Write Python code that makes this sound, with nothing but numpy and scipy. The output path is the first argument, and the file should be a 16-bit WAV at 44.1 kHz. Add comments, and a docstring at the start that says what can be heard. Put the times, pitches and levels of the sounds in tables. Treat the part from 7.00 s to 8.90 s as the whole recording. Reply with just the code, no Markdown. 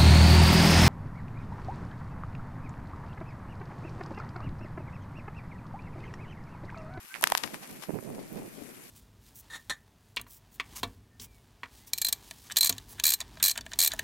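"""A watered garden bed, heard through the two microphone ports of a hand-held camera.
Running water hisses steadily, with two lone drops. A faint whistle rises and twigs tap underfoot.
Up front, fingers shift on the case: skin snaps at the left port, hollow knocks ring the half-covered
right one, and a crackling stick-slip rub dies away. Then light gusts buffet each port in turn."""
import sys
import numpy as np
from scipy import signal
from scipy.fft import rfft, irfft
from scipy.io import wavfile
from scipy.ndimage import uniform_filter1d

SR = 44100
rng = np.random.default_rng(int(sys.argv[2]) if len(sys.argv) > 2 else 0)


def put_to_file(sound):
    """Save the sound as 16-bit audio at rate SR, in the file named by the first command-line argument."""
    columns = np.atleast_2d(sound).T  # one column per channel
    safe = np.clip(columns, -1, 1)
    whole_steps = np.round(safe * 32767)
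    wavfile.write(sys.argv[1], SR, whole_steps.astype(np.int16))


N = 83790
TIME_S = np.arange(N) / SR


def undb(db):
    """Decibels to gain."""
    return 10 ** (np.asarray(db) / 20)


def unit(x):
    """Scale to rms 1."""
    return x / np.sqrt(np.mean(x ** 2))


def decay(age_s, t60_s):
    """Exponential fade that falls 60 dB in t60_s."""
    return np.exp(-np.log(1000) * age_s / t60_s)


def colour(x, *curves, size=4096):
    """Minimum-phase EQ through (freq_hz, gain_db) points; several curves stack."""
    half = size // 2
    log_hz = np.log(np.maximum(np.arange(half + 1) * SR / size, 1))
    db = sum(np.interp(log_hz, np.log(hz), gain_db) for hz, gain_db in map(np.transpose, curves))
    cepstrum = irfft(np.log(undb(db)))
    cepstrum[1:half] *= 2
    cepstrum[half + 1:] = 0
    impulse_response = irfft(np.exp(rfft(cepstrum)))
    return signal.oaconvolve(x, impulse_response)[:len(x)]


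def wander(per_s):
    """Smooth random drift, rms 1."""
    hold = int(SR / per_s)
    steps = np.repeat(rng.standard_normal(N // hold + 1), hold)
    return unit(uniform_filter1d(steps, hold)[:N])


def flicker(x, depth_db, per_s):
    """Each treble octave wavers in level on its own; the lows waver as one band."""
    spectrum = rfft(x)
    octave = np.round(np.log2(np.maximum(np.arange(len(spectrum)) * SR / N, 1000)))
    return sum(irfft(spectrum * (octave == k), N) * undb(depth_db * wander(per_s))
               for k in np.unique(octave))


def grains(per_s, spread_db):
    """A crackle of random impulses of uneven size, rms 1."""
    hit = rng.random(N) < per_s / SR
    size = undb(spread_db * np.minimum(rng.exponential(size=N), 4))
    return unit(hit * size * rng.choice([-1, 1], N))


def rings(rows):
    """Damped vibrations that leave no net pressure: start_s, peak_db, pitch_hz, t60_s."""
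    out = np.zeros(N)
    for start, db, hz, t60 in rows:
        age = np.arange(int(2 * t60 * SR) + 2) / SR
        phase = 2 * np.pi * hz * age
        wave = np.sin(phase) * decay(age, t60) * (1 - np.exp(-phase))
        push = np.diff(wave, prepend=0)
        first = int(start * SR)
        out[first:first + len(age)] += (undb(db) * push / np.abs(push).max())[:N - first]
    return out


# The tone of each port, on the water, the rub and the handling tail: freq_hz, gain_db
LEFT_PORT_EQ = [(1100, 4), (1500, 2.5), (2700, 2), (4500, -4.5), (7500, -2), (10000, 0.8), (12500, 3),
                (14000, -7.5), (15500, -42)]
RIGHT_PORT_EQ = [(1100, 4.5), (1600, 3.1), (2450, 4), (3200, -13), (3700, -14), (4500, -5.5), (6500, -8),
                 (7800, -10.5), (9200, -8.5), (13000, -15), (15500, -17)]
PORT_EQS = (LEFT_PORT_EQ, RIGHT_PORT_EQ)
# Thin, bright water hiss: freq_hz, gain_db
WATER_EQ = [(30, -10), (120, -22), (250, -13), (600, -17.5), (850, -5.5), (1200, -1.5), (4000, 1.5),
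            (10000, 1.5), (16000, 3)]
# The hiss swells and dips as the camera moves: time_s, gain_db
WATER_SWELL = [(0, 0.5), (.15, 2), (.45, 0.5), (.8, 1.5), (.92, -1), (1.2, -2), (1.5, 0), (1.6, 0),
               (1.75, 0), (1.9, 0.5)]


def water():
    """Running water lays a bed of hiss and fine spray that flickers a little."""
    swell_db = np.interp(TIME_S, *np.transpose(WATER_SWELL))
    out = []
    for base_db, port_eq in zip((-50, -54.5), PORT_EQS):
        spray = rng.standard_normal(N) + undb(-3.5) * grains(per_s=650, spread_db=4)
        level_db = base_db + swell_db + 0.3 * wander(per_s=30.36)
        hiss = flicker(colour(spray, WATER_EQ, port_eq), depth_db=1.44, per_s=46)
        out.append(undb(level_db) * unit(hiss))
    return np.array(out)


# Lone drops, dead centre: start_s, level_db, pitch_hz
DROPS = [(1.2780, -45, 4620), (1.329, -35, 14000)]


def drops(t60_s=0.004):
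    """Single drops tick thinly out of the spray."""
    return rings((s, db, hz, t60_s) for s, db, hz in DROPS)


def whistle(start_s=0.094, length_s=0.054, from_hz=1500, to_hz=1610):
    """One faint, short, rising note, a little to the left."""
    progress = np.clip((TIME_S - start_s) / length_s, 0, 1)
    pitch_hz = from_hz + (to_hz - from_hz) * progress
    note = np.sin(np.pi * progress) * np.sin(2 * np.pi * np.cumsum(pitch_hz) / SR)
    return note * undb([[-47], [-50]])


# Twigs underfoot: start_s, level_db, pitch_hz
TWIG_TAPS = [(.1420, -17, 2270), (.1510, -20, 1840), (.1590, -23.5, 1560), (0.168, -27.5, 2410)]
# Their softened top end: freq_hz, gain_db
TWIG_EQ = [(500, -4), (1100, -4), (1600, -1.5), (3100, -3), (4200, -5), (9000, -10)]


def twigs(t60_s=0.0045):
    """Trodden twigs give a few dry taps, far to the right."""
    taps = rings((s, db, hz, t60_s) for s, db, hz in TWIG_TAPS)
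    return colour(taps, TWIG_EQ) * undb([[-28], [0]])


# Gust envelope at each port: time_s, level_db
LEFT_GUSTS = [(0, -84), (0.16, -82), (0.231, -45), (0.41, -58), (0.449, -35), (0.5, -55), (0.62, -60),
              (0.74, -45), (0.8, -51.5), (0.9, -68), (0.95, -53), (1.05, -55.5), (1.1, -41), (1.14, -43),
              (1.189, -40), (1.3, -51), (1.42, -40.5), (1.5, -50.5), (1.56, -45.5), (1.63, -38.5),
              (1.66, -48), (1.7, -42.5), (1.74, -59), (1.78, -47.5), (1.87, -72)]
RIGHT_GUSTS = [(0, -76), (.05, -56.5), (0.1, -82), (0.15, -54), (0.43, -57), (0.535, -42.5), (0.6, -52.5),
               (0.67, -54), (0.715, -44), (0.8, -51), (0.866, -59), (0.896, -27.5), (0.926, -42.5),
               (0.943, -31.5), (0.986, -32), (1.009, -45.5), (1.08, -37.5), (1.19, -42.5), (1.28, -52.5),
               (1.365, -34), (1.41, -44), (1.45, -38), (1.5, -52), (1.62, -61), (1.78, -54.5), (1.89, -54)]
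# Low rumble of the eddies: freq_hz, gain_db
EDDY_EQ = [(20, -13), (45, -14.5), (75, -15.5), (130, -1.5), (220, 2.5), (380, -1.5), (600, -8), (900, -16),
           (1400, -29.5), (2500, -32), (5000, -76)]
# Single strong buffets: start_s, level_db, pitch_hz, port (0 left, 1 right)
BUFFETS = [(.8927, -23, 385, 1), (.9055, -27.5, 453, 1), (0.937, -25.5, 144, 1), (0.9443, -33, 284, 1),
           (.9540, -33, 260, 1), (.9880, -27, 1130, 1), (1.1020, -29.5, 540, 0), (1.1820, -31.5, 590, 1),
           (1.1910, -29.5, 510, 0), (1.365, -30, 214, 1), (1.3760, -31, 440, 1), (1.4210, -32.5, 610, 0),
           (1.6200, -33, 263, 0)]
# Buffets are soft, with little treble: freq_hz, gain_db
BUFFET_EQ = [(800, 0.5), (1500, -4.5), (2400, 2), (3500, -26), (8000, -24)]


def wind(buffet_cycles=6.2):
    """Eddies thump each port as strongly as the gust there; a few soft buffets stand out."""
    out = []
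    for side, (gusts, trim_db) in enumerate([(LEFT_GUSTS, -0.5), (RIGHT_GUSTS, 1.5)]):
        eddies = unit(colour(grains(per_s=1400, spread_db=1.87), EDDY_EQ))
        gust_db = trim_db + np.interp(TIME_S, *np.transpose(gusts))
        buffets = rings((s, db, hz, buffet_cycles / hz) for s, db, hz, port in BUFFETS if port == side)
        out.append(eddies * undb(gust_db) + colour(buffets, BUFFET_EQ))
    return np.array(out)


# Finger strokes on the case: start_s, attack_s, t60_s, left_db, right_db
RUBS = [(0.141, 0.018, 0.16, -49, -40.5), (0.221, 0.0069, 0.96, -37.5, -46.5),
        (0.345, 0.047, 0.14, -42.5, -49), (0.43, 0.0046, 0.27, -38, -47),
        (0.531, 0.014, 0.091, -40.5, -42.5), (0.615, 0.02, 0.14, -44.5, -44),
        (0.689, 0.0074, 0.13, -57, -47.5), (0.820, 0.0043, .07, -36.5, -47),
        (0.832, 0.0061, 0.066, -39, -46), (1.142, .008, .06, -47, -52), (1.18, 0.021, 0.11, -49.5, -51),
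        (1.363, .012, 0.082, -50.5, -47), (1.58, 0.012, 0.086, -55, -55), (1.685, 0.016, 0.14, -63, -53.5)]
# Scratchy tone of the rub: freq_hz, gain_db
RUB_EQ = [(200, -14), (500, 1), (800, 4.5), (1500, 1), (3000, 2), (5000, 4.5), (8000, -1.5), (12000, -3.5),
          (16000, -5)]


def rubbing():
    """Skin sticks and slips in dense grains that swell and fade with each stroke."""
    out = []
    for side, port_eq in enumerate(PORT_EQS):
        envelope = np.zeros(N)
        for start, attack, t60, *levels_db in RUBS:
            rise = np.clip((TIME_S - start) / attack, 0, 1)
            fall = decay(np.maximum(TIME_S - start - attack, 0), t60)
            envelope += undb(levels_db[side]) * rise * fall
        crackle = colour(grains(per_s=9000, spread_db=2), RUB_EQ, port_eq)
        out.append(envelope * unit(crackle))
    return np.array(out)


# Hollow knocks: start_s, level_db, cavity_hz, t60_s, overtone_offset_db, thud_offset_db
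KNOCKS = [(.2120, -32.5, 845, 0.01, 1, -45), (.2302, -19, 780, 0.0099, -6, -43),
          (0.2332, -18, 630, 0.0067, 1, -45), (0.2399, -4, 1510, 0.0011, 6.5, -39),
          (0.2713, -13.5, 1200, 0.0036, -3, -45), (0.3012, -22.5, 970, 0.0029, -3, -40),
          (0.3218, -7.5, 780, 0.0078, 1.5, -29.5), (0.3511, -9, 970, 0.004, 5.5, -45)]
# Overtones of the port: pitch_hz, gain_db, t60_s
PORT_MODES = [(1576, -9, 0.0039), (2590, -11, 0.0028), (4930, -13, 0.00061), (10600, -11, 0.00059)]
# Tone of the knocks through the covered port: freq_hz, gain_db
KNOCK_EQ = [(50, -4), (300, -0.5), (500, -3.5), (750, -0.5), (3200, 0), (4200, -1.5), (6000, 3.5),
            (12000, 0)]


def knocks(thud_hz=50, thud_t60_s=0.031):
    """Each knock rings the cavity of the half-covered port and moves the case with a low thud."""
    cavity = rings((s, db, hz, t60) for s, db, hz, t60, _, _ in KNOCKS)
    thuds = rings((s, db + thud_db, thud_hz, thud_t60_s) for s, db, *_, thud_db in KNOCKS)
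    overtones = rings((s, db + overtone_db + mode_db, hz, t60)
                      for s, db, _, _, overtone_db, _ in KNOCKS for hz, mode_db, t60 in PORT_MODES)
    return colour(cavity + thuds + overtones, KNOCK_EQ)


# Sharp skin snaps: start_s, body_db, body_hz, tick_db
SNAPS = [(0.2114, -46, 3000, -17), (0.2236, -12.5, 5530, -22.5), (0.2272, -10, 5540, -19),
         (0.2394, -11, 1760, 1.5), (.2716, -23, 2210, -38), (0.2738, -5.5, 3340, -14.5),
         (.3010, -16.5, 4240, -16), (0.3197, -16.5, 644, -47), (.3210, -8.5, 3350, -12),
         (.3509, -10, 2110, -18), (.3754, -6, 3420, -10.5), (0.3794, -6, 3320, -15),
         (.4369, -6.5, 2060, -40), (0.44, -14.5, 1010, -31), (0.4442, -22, 890, -34),
         (.4630, -37, 2500, -23.5), (0.476, -22.5, 1160, -38), (0.5439, -18.5, 940, -23),
         (.7120, -26.5, 4500, -43)]


def snaps(body_cycles=1.14, tick_hz=10100, tick_t60_s=0.00052):
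    """Skin slips at the port: a body that dies in about one cycle, topped by a bright tick."""
    bodies = rings((s, db, hz, body_cycles / hz) for s, db, hz, _ in SNAPS)
    ticks = rings((s, db, tick_hz, tick_t60_s) for s, _, _, db in SNAPS)
    return bodies + ticks


# The highest treble falls away on snaps and knocks: freq_hz, gain_db
TREBLE_ROLL_OFF = [(100, 2.5), (13200, 1), (16000, -13)]


def handling(tail_t60_s=0.025):
    """Snaps left, knocks right, with a faint tail scattered back by the ground and plants."""
    left, right = snaps(), knocks()
    tail_send = left + undb(-5) * right
    fade = decay(np.arange(SR // 2) / SR, tail_t60_s)
    out = []
    for direct, return_db, port_eq in zip((left, right), (-15.5, -51), PORT_EQS):
        scatter = colour(rng.standard_normal(len(fade)), port_eq) * fade
        tail = signal.fftconvolve(tail_send, scatter / np.linalg.norm(scatter))[:N]
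        out.append(colour(direct, TREBLE_ROLL_OFF) + undb(return_db) * tail)
    return np.array(out)


def scene():
    """The stereo mix at the two ports: close finger noise over the garden."""
    return handling() + rubbing() + twigs() + water() + drops() + wind() + whistle()


def record(dry):
    """The camera clips at full scale, then cuts the top end steeply."""
    low_pass = signal.ellip(8, 0.2, 70, 16000, fs=SR, output="sos")
    return signal.sosfilt(low_pass, np.clip(dry, -1, 1))


dry = scene()
out = record(dry)
put_to_file(out)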